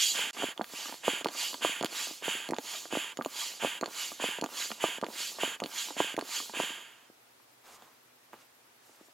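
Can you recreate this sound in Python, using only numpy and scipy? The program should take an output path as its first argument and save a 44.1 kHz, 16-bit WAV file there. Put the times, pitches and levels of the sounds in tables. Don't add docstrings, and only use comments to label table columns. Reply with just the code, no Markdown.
import sys
import numpy as np
from scipy import signal
from scipy.fft import rfft, irfft
from scipy.io import wavfile
from scipy.ndimage import uniform_filter1d

SR = 44100
rng = np.random.default_rng(int(sys.argv[2]) if len(sys.argv) > 2 else 0)


def generate_wav(sig):
    pcm = np.round(np.clip(np.atleast_2d(sig).T, -1, 1) * 32767).astype(np.int16)
    wavfile.write(sys.argv[1], SR, pcm)


N = 402633
T = np.arange(N) / SR
HZ = np.fft.rfftfreq(1024, 1 / SR)
FRAME_T = (np.arange(N // 256 + 5) * 256 / SR)[:, None]

# pitch in Hz, relative level in dB.
AIR_COLOUR = [(30, -32), (60, -22), (95, -15), (120, 0), (180, -11), (260, 2), (800, 4.5), (2500, -0.5),
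              (8500, -7), (11000, -7), (15900, -10.5)]
AIR_DB = -61.5
# pitch in Hz, share from 0 to 1.
AIR_LIKENESS = [(150, 0.97), (600, 0.043), (3000, 0.041)]
# pitch in Hz, relative level in dB.
HUM_TONES = [(123.8, -83.5), (247.6, -82)]
CRICKET_HZ, CRICKET_DB = 12600, -75.5
CHIRP_PERIOD_S, FIRST_CHIRP_S = .10255, .098

# time in seconds, body level in dB, treble level in dB.
RUBS = [
    [(7.641, -62, -70), (7.663, -55.5, -64), (7.755, -57.5, -57.5), (7.785, -62, -72), (7.85, -60.5, -70),
     (8.02, -77, -91)],
    [(8.33, -53, -67), (8.37, -65, -76), (8.42, -61, -65), (8.46, -73, -76)],
    [(8.821, -90, -71), (8.87, -68, -66), (9.016, -67, -72), (9.06, -82, -67), (9.119, -77, -86)],
]
# pitch in Hz, relative level in dB.
RUB_COLOUR = [(100, -17), (300, -5.5), (1100, 0.5), (2500, -8.5), (7000, -2), (12000, -12.5), (15900, -19)]
# time in seconds, level in dB, pitch in Hz.
SQUEAK_PATH = [(2.736, -52, 958), (2.75, -46, 634), (2.764, -61, 557), (2.779, -54, 760)]

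# time in seconds, relative level in dB, pitch in Hz.
TICKS = [(0.5777, -37, 3100), (.6173, -41, 3800), (.644, -38.5, 2900), (0.9426, -38, 2600),
         (1.2463, -30, 3400), (1.271, -34, 3400), (1.2863, -32, 3750), (1.5432, -36, 4100),
         (1.811, -33, 3400), (1.8278, -25.5, 2900), (1.847, -26, 3600), (1.8587, -31, 3200),
         (1.863, -31.5, 3950), (2.4896, -36.5, 2100), (2.5096, -33.5, 6300), (2.5447, -41.5, 3400),
         (2.566, -38, 3300), (2.5856, -33, 3080), (3.1732, -33.5, 5300), (3.2235, -39.5, 3200),
         (3.2488, -38.5, 3600), (3.2614, -37, 4300), (3.8124, -33, 5130), (3.843, -38.5, 4000),
         (3.8604, -35, 3700), (4.4138, -32.5, 5300), (4.4422, -28.5, 3740), (4.462, -39, 3300),
         (4.717, -35.5, 3180), (5.0146, -34, 3780), (5.0449, -39, 3500), (5.0663, -38.5, 3300),
         (5.603, -33, 4200), (5.6388, -32, 3400), (5.6608, -34.5, 3520), (6.1669, -32, 3600),
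         (6.1929, -35.5, 4270), (6.2121, -34, 3470), (7.823, -50, 2900)]
# pitch in Hz, relative level in dB, time to fall 60 dB in seconds.
TICK_MODES = [(2500, -39, 0.021), (3470, -4.5, 0.0054), (4440, -4.5, 0.0073), (6950, 0.5, 0.0081),
              (10700, -3, 0.008)]
# time in seconds, relative level in dB, basic pitch in Hz.
KNOCKS = [(0.117, -43, 447), (0.192, -27, 614), (0.241, -42, 380), (0.272, -42, 330), (.3717, -32, 776),
          (.401, -34, 328), (0.4233, -19, 1050), (.4337, -20.5, 634), (.441, -17.5, 440), (.487, -36, 310),
          (0.5961, -20, 503), (.612, -16, 910), (0.737, -34, 420), (.8578, -30.5, 1120), (.885, -33, 1310),
          (0.8946, -32, 1090), (0.925, -28.5, 1090), (1.081, -8, 585), (1.135, -30.5, 300),
          (1.212, -28.5, 533), (1.2468, -23.5, 605), (1.2595, -11.5, 660), (1.2878, -27.5, 770),
          (1.351, -34, 1000), (1.5314, -32, 890), (1.5446, -27, 1050), (1.621, -26, 1100),
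          (1.649, -9.5, 735), (1.695, -30, 380), (1.812, -19.5, 457), (1.8362, -18, 880),
          (1.8464, -20, 363), (2.072, -35, 700), (2.111, -33, 434), (2.2242, -32.5, 595),
          (2.2821, -18.5, 447), (2.352, -32, 350), (2.4911, -24, 480), (2.5031, -22, 332),
          (2.5227, -17.5, 414), (2.535, -18, 984), (2.5855, -18.5, 590), (2.8554, -30.5, 1080),
          (2.927, -21.5, 546), (2.935, -22, 374), (2.9533, -18.5, 750), (2.9721, -16, 433),
          (3.1904, -19, 470), (3.1986, -25.5, 445), (3.2115, -20, 1010), (3.2609, -17.5, 580),
          (3.6274, -23, 620), (3.6363, -19, 570), (3.6483, -11.5, 560), (3.672, -31, 400),
          (3.8133, -28, 440), (3.8284, -17, 510), (3.8347, -16, 875), (3.8595, -33, 690),
          (3.8784, -29, 536), (4.119, -29, 690), (4.2, -26, 724), (4.2232, -28, 680), (4.2413, -15, 540),
          (4.288, -29, 400), (4.387, -24.5, 513), (4.4245, -18, 462), (4.4378, -20, 780), (4.444, -24, 430),
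          (4.4618, -28, 730), (4.705, -28, 780), (4.7181, -24.5, 1250), (4.8411, -9.5, 610),
          (4.887, -32, 480), (4.9844, -28.5, 470), (5.028, -17.5, 460), (5.0371, -15.5, 760),
          (5.0666, -29, 600), (5.0866, -28.5, 560), (5.3869, -27.5, 754), (5.4349, -13, 550),
          (5.478, -31.5, 380), (5.621, -18.5, 490), (5.6325, -24, 500), (5.6453, -26.5, 400),
          (5.66, -28.5, 500), (5.886, -32.5, 1100), (5.9069, -27, 780), (5.9676, -26, 516),
          (6.0039, -8.5, 634), (6.0452, -30.5, 450), (6.143, -29, 400), (6.1791, -18, 477),
          (6.188, -15.5, 640), (6.225, -25.5, 550), (6.4025, -28, 1120), (6.4965, -30.5, 1000),
          (6.538, -30.5, 686), (6.571, -31, 440), (6.595, -29.5, 400), (6.601, -12.5, 645),
          (6.637, -30, 423), (6.705, -36.5, 300), (7.1006, -42, 344), (7.401, -49, 1110),
          (7.823, -41.5, 920), (8.3332, -33, 860), (8.34, -35.5, 1210), (8.895, -44, 600),
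          (9.0123, -42, 345), (9.085, -49, 700)]
# pitch in Hz before detuning, relative level in dB, time to fall 60 dB in seconds.
BELLOWS_MODES = [(286.4, -6, 0.053), (539, -15.5, 0.052), (994, 0, 0.016)]
OPEN_RING_DB = -3.5

# full flow reached in seconds, held in seconds, hiss level in dB before rounding,
# lowest pitch left as the bellows runs flat in Hz.
TREADS = [(0.028, 0.0067, -26, 3040), (.34, .005, -47.5, 1460), (0.763, 0.11, -41.5, 1900),
          (1.41, 0.022, -34, 3320), (1.968, 0.074, -37, 2580), (2.683, 0.092, -40.5, 2677),
          (3.389, 0.059, -37, 2300), (3.99, 0.051, -37, 2430), (4.596, 0.025, -36, 2450),
          (5.199, 0.055, -37, 2780), (5.79, 0.013, -35.5, 2480), (6.351, 0.0087, -34.5, 3170)]
PRESS_DB_PER_S, EMPTY_DB_PER_S, ROUND_S = 164, 91, 0.051
# flap opens in seconds, time to strongest in seconds,
# open for in seconds, rush level in dB.
RELEASES = [(0.142, 0.057, 0.18, -34.5), (0.368, 0.068, 0.17, -38), (1.036, 0.055, 0.2, -35),
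            (1.617, 0.024, 0.21, -33.5), (2.228, 0.077, 0.28, -35.5), (2.911, 0.062, 0.23, -37),
            (3.602, 0.052, 0.2, -36.5), (4.2, 0.047, 0.21, -35.5), (4.802, 0.042, 0.198, -35.5),
            (5.393, 0.038, 0.18, -35.5), (5.968, 0.037, 0.19, -35.5), (6.541, 0.08, .56, -36.5)]
OPENING_DB, FILL_DB_PER_S = -4, 59
CLOSE_S, CLOSE_DB = 0.0087, -10
SHUTS_S = [opens + length for opens, _, length, _ in RELEASES]

# pitch in Hz, relative level in dB.
HOSE_COLOUR = [(59, -80.5), (100, -38), (260, -24), (423, -26.5), (908, -8), (1950, -8), (2310, -5.5),
               (3170, -3.5), (3840, -5.5), (4750, -3.5), (5510, -8.5), (7100, -3.5), (8970, -16.5),
               (11300, -10), (15900, -26)]
# pitch in Hz, width in Hz, boost in dB at full flow before sway.
HOSE_MODES = [(2910, 60, 8), (3270, 60, 9), (4000, 40, 6), (4290, 40, 5), (4720, 60, 6), (6820, 170, 5)]
# pitch in Hz, relative level in dB.
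INLET_COLOUR = [(410, -20), (700, -15), (921, -6.5), (1290, -9.5), (1590, -2.5), (1940, -7), (3190, 1.5),
                (4140, -18), (4590, -12), (5520, -24.5), (6980, -7), (8950, -25.5), (10700, -13.5),
                (15100, -34), (15900, -21)]
FOLD_DB, UNFOLD_DB = -13.5, -16
RATTLE_DB, RATTLE_S = -55, 0.083
SEEP_DB, SEEP_SHARE = -57.5, .3
SEEP_AFTER_S, SEEP_BEFORE_S = 0.095, 0.074

# pitch in Hz, likeness from -1 to 1 (kept from 0 to 1).
PORT_LIKENESS = [(400, .999), (4000, 1), (8000, 1), (13000, 0.41)]
# pitch in Hz, difference in dB.
LEFT_VS_RIGHT_DB = [(150, -1), (300, -0.5), (500, -1.5), (1100, -5.5), (4000, -2.5), (12000, -4)]
# pitch in Hz, lead in radians.
LEFT_LEAD = [(8000, 0.27), (13400, -0.8), (14700, 0.016)]
DIP_START_S, DIP_END_S, DIP_DB = .31, .331, -28
EDGE_HZ = 15900


def gain_of(db):
    return 10 ** (np.asarray(db) / 20)


def evened(x):
    return x / np.sqrt(np.mean(x ** 2) + 1e-20)


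def read(points, hz):
    f, value = np.transpose(points)
    return np.interp(np.log(hz + 1), np.log(f + 1), value)


def follow(tables, column, rise_s=0.0037, fall_s=0.0014, off_db=-110):
    out = np.full(N, float(off_db))
    for rows in tables:
        s, value = np.transpose(rows)[[0, column]]
        times = [s[0] - rise_s, *s, s[-1] + fall_s]
        out = np.maximum(out, np.interp(T, times, [off_db, *value, off_db]))
    return out


def noise(colour_db, patchy_db, channels=1):
    spectra = rng.standard_normal((channels, len(FRAME_T), len(HZ), 2)) @ [1, 1j]
    patches = rng.standard_normal(spectra.shape[1:])
    patches = uniform_filter1d(patches, size=4, axis=0)
    patches = evened(uniform_filter1d(patches, size=10, axis=1))
    spectra *= gain_of(colour_db + patchy_db * patches)
    _, sound = signal.istft(spectra.transpose(0, 2, 1), nperseg=1024, noverlap=768)
    return evened(sound[:, :N])


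def band(x, lo_hz, hi_hz):
    edges = [lo_hz, min(hi_hz, SR / 2 - 1)]
    return signal.sosfiltfilt(signal.butter(2, edges, "band", fs=SR, output="sos"), x)


def add(mix, s, sound):
    part = mix[round(s * SR):][:len(sound)]
    part += sound[:len(part)]


def brightened(x, level_db, split_hz, slope, pivot_db, lag_s, even_db):
    treble = band(x, split_hz, 21500)
    slow_db = uniform_filter1d(level_db, size=int(lag_s * SR) + 1)
    treble_db = slow_db + (slope - 1) * (np.maximum(slow_db, pivot_db) - even_db)
    return gain_of(level_db) * (x - treble) + gain_of(treble_db) * treble


def bank():
    left, other = noise(read(AIR_COLOUR, HZ), patchy_db=1.0, channels=2)
    hz = np.fft.rfftfreq(N, 1 / SR)
    same = np.clip(read(AIR_LIKENESS, hz), 0, 1)
    right = irfft(same * rfft(left) + np.sqrt(1 - same ** 2) * rfft(other), N)
    hum = sum(gain_of(db + 1.0) * np.sin(2 * np.pi * tone_hz * T) for tone_hz, db in HUM_TONES)
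    return gain_of(AIR_DB) * np.array([left, right]) + hum


def cricket():
    phase = ((T - FIRST_CHIRP_S) / CHIRP_PERIOD_S) % 1
    chirps = np.exp(-((phase - .5) / 0.23) ** 2)
    buzz = band(rng.standard_normal((2, N)), 20, 350)
    hz = CRICKET_HZ + 250 * np.sin(2 * np.pi * 2.3 * T)
    tone = np.sin(2 * np.pi * np.cumsum(hz) / SR)
    return gain_of(CRICKET_DB) * evened(chirps * buzz * tone)


def rubbing():
    rub = noise(read(RUB_COLOUR, HZ), patchy_db=1.5)[0]
    treble = band(rub, 3650, 12500)
    body_db = follow(RUBS, column=1, rise_s=0.012, fall_s=0.04)
    treble_db = follow(RUBS, column=2, rise_s=0.012, fall_s=0.04)
    return gain_of(body_db) * evened(rub - treble) + gain_of(treble_db) * evened(treble)


def squeak():
    s, _, hz = np.transpose(SQUEAK_PATH)
    turn = 2 * np.pi * np.cumsum(np.interp(T, s, hz)) / SR
    return gain_of(follow([SQUEAK_PATH], column=1)) * (np.sin(turn) + 0.91 * np.sin(2 * turn))


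def ticks():
    out, t = np.zeros(N), np.arange(700) / SR
    for (s, db, pitch_hz), contacts in zip(TICKS, rng.standard_normal((len(TICKS), 100))):
        ring = np.zeros(len(t))
        for hz, level_db, t60 in TICK_MODES:
            mode_db = level_db - 14.6 * abs(np.log2(hz / pitch_hz)) - 60 * t / t60
            ring += gain_of(mode_db) * np.sin(2 * np.pi * hz * t)
        shuts = min(abs(s - .018 - end) for end in SHUTS_S) < .017
        snap = (2.5 if shuts else .9) * np.exp(-t * SR / 3.1)
        tick = np.convolve(ring + snap, contacts ** 3 * np.hanning(len(contacts)))
        add(out, s - .0015, gain_of(db + 10.5) * tick / abs(tick).max())
    return out


def knocks():
    out, t = np.zeros(N), np.arange(1800) / SR
    chances = rng.random((len(KNOCKS), 1 + len(BELLOWS_MODES)))
    for (s, db, hz), (turn, *folds) in zip(KNOCKS, chances):
        u = t * hz - 1.2
        cycles = u - 0.026 * u * abs(u) - 0.46 * u ** 2 / (1 + u ** 2)
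        swell = np.exp(-np.where(u < 0, (u / .35) ** 2, u / 0.37))
        blow = swell * np.sin(2 * np.pi * cycles + 1.82 * turn)
        hollow = np.zeros(len(t))
        for (f, level_db, t60), fold in zip(BELLOWS_MODES, folds):
            mode_db = level_db - 4.2 * abs(np.log2(hz / f)) - 60 * t / t60
            hollow += gain_of(mode_db) * np.sin(2 * np.pi * f * (0.739 + fold / 2) * t)
        is_open = any(row[0] < s < shut for row, shut in zip(RELEASES, SHUTS_S))
        hollow *= gain_of(OPEN_RING_DB * is_open) * np.clip(u, 0, 1)
        add(out, s - 1.183 / hz, -gain_of(db) * (blow + hollow))
    return out


def crumple():
    sizes = gain_of(3.65 * np.minimum(rng.exponential(1, N), 4))
    pops = (rng.random(N) < 500 / SR) * sizes * rng.choice([-1, 1], N)
    rattles = [[(shuts + 0.0245, RATTLE_DB), (shuts + RATTLE_S, RATTLE_DB)] for shuts in SHUTS_S[:-1]]
    folding = gain_of(np.minimum(tread_db(), -44) + FOLD_DB)
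    unfolding = gain_of(release_db() + UNFOLD_DB)
    rattling = gain_of(follow(rattles, column=1, fall_s=0.24))
    return (folding + unfolding + rattling) * evened(band(pops, 182, 1440))


def seep():
    spans = []
    for i, ((opens, *_), (_, _, db, _)) in enumerate(zip(RELEASES, TREADS)):
        if i == 1:
            continue
        shut = SHUTS_S[i - 1] if i else -1
        spans.append([(shut + SEEP_AFTER_S, db), (opens - SEEP_BEFORE_S, db)])
    span_db = follow(spans, column=1, rise_s=0.13, fall_s=0.079)
    hiss = evened(band(rng.standard_normal(N), 9000, 16100))
    level_db = SEEP_DB + SEEP_SHARE * (np.maximum(span_db, -45) + 40) + np.minimum(span_db + 42, 0)
    return gain_of(level_db) * hiss


def release_db():
    shapes = []
    for opens, rise, length, db in RELEASES:
        closing = opens + length - CLOSE_S
        last_db = db - FILL_DB_PER_S * (length - CLOSE_S - rise)
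        shapes.append([(opens, db + OPENING_DB), (opens + rise, db), (closing, last_db),
                       (opens + length, last_db + CLOSE_DB)])
    return follow(shapes, column=1, rise_s=0.043, fall_s=0.013)


def releases():
    rush = noise(read(INLET_COLOUR, HZ), patchy_db=0.6)[0]
    return brightened(rush, release_db(), split_hz=2070, slope=1.357, pivot_db=-58, lag_s=0.038, even_db=-46)


def tread_db():
    s, held, db, _ = np.transpose(TREADS)[:, :, None]
    swell = PRESS_DB_PER_S * np.maximum(s - T, 0)
    decay = EMPTY_DB_PER_S * np.maximum(T - s - held, 0)
    return uniform_filter1d((db - swell - decay).max(axis=0), size=int(ROUND_S * SR) + 1)


def treads():
    level_db = np.maximum(tread_db(), np.where(T < RELEASES[-1][0], -66., -110))
    flow = np.clip((np.interp(FRAME_T, T, level_db) + 48) / 15, 0, 1)
    sway = rng.standard_normal((len(FRAME_T), len(HOSE_MODES)))
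    sway = evened(uniform_filter1d(sway, size=12, axis=0))
    modes_db = sum(db * flow * (1 + 0.26 * sway[:, [k]]) / (1 + ((HZ - hz) / width) ** 2)
                   for k, (hz, width, db) in enumerate(HOSE_MODES))
    edge_hz = np.full(FRAME_T.shape, 300.)
    for (*_, hz), (end, *_) in zip(TREADS, RELEASES):
        climb_s = [end - .21, end - .08, end + 0.013, end + 0.017]
        edge_hz = np.maximum(edge_hz, np.interp(FRAME_T, climb_s, [0, hz, hz, 0]))
    thinned_db = -10 * np.log10(1 + (edge_hz / (HZ + 1)) ** 5)
    hiss = noise(read(HOSE_COLOUR, HZ) + modes_db + thinned_db, patchy_db=2.1)[0]
    return brightened(hiss, level_db, split_hz=12100, slope=1.04, pivot_db=-56, lag_s=.02, even_db=-33)


def surroundings(x):
    t = np.arange(9000) / SR
    sparse = rng.standard_normal((2, len(t))) * (rng.random((2, len(t))) < .05)
    taps = sparse * gain_of(-60 * t / 0.058) * (t > .003)
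    taps = taps + 2.0 * taps[::-1]
    return signal.fftconvolve(x[None], taps / np.linalg.norm(taps[0]), axes=1)[:, :N]


def ports(x):
    hz, spectrum = np.fft.rfftfreq(N, 1 / SR), rfft(x)
    taps = rng.standard_normal(2000) * gain_of(-60 * np.arange(2000) / SR / 0.12)
    smeared = spectrum * rfft(taps / np.linalg.norm(taps), N)
    same = np.clip(read(PORT_LIKENESS, hz), 0, 1)
    half = gain_of(read(LEFT_VS_RIGHT_DB, hz) / 2) * np.exp(.5j * read(LEFT_LEAD, hz))
    apart = np.sqrt((1 - same) / 2) * smeared
    alike = np.sqrt((1 + same) / 2) * spectrum
    return irfft(np.array([(alike + apart) * half, (alike - apart) / half]), N)


def scene():
    near = treads() + seep() + releases() + crumple() + squeak() + knocks() + ticks()
    near = signal.sosfilt(signal.butter(3, 170, "high", fs=SR, output="sos"), near)
    hands = rubbing() * gain_of([[-.6], [.6]])
    echoes = gain_of(-10.5) * band(surroundings(near), 620, 18000)
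    return ports(near) + hands + echoes + bank() + cricket()


def record(dry):
    dipping = (T > DIP_START_S) & (T < DIP_END_S)
    kept = dry * np.where(dipping, gain_of(DIP_DB), 1)
    limit = signal.firwin(511, EDGE_HZ, window=("kaiser", 9), fs=SR)
    return signal.oaconvolve(kept, limit[None], "same")


dry = scene()
out = record(dry)
generate_wav(out)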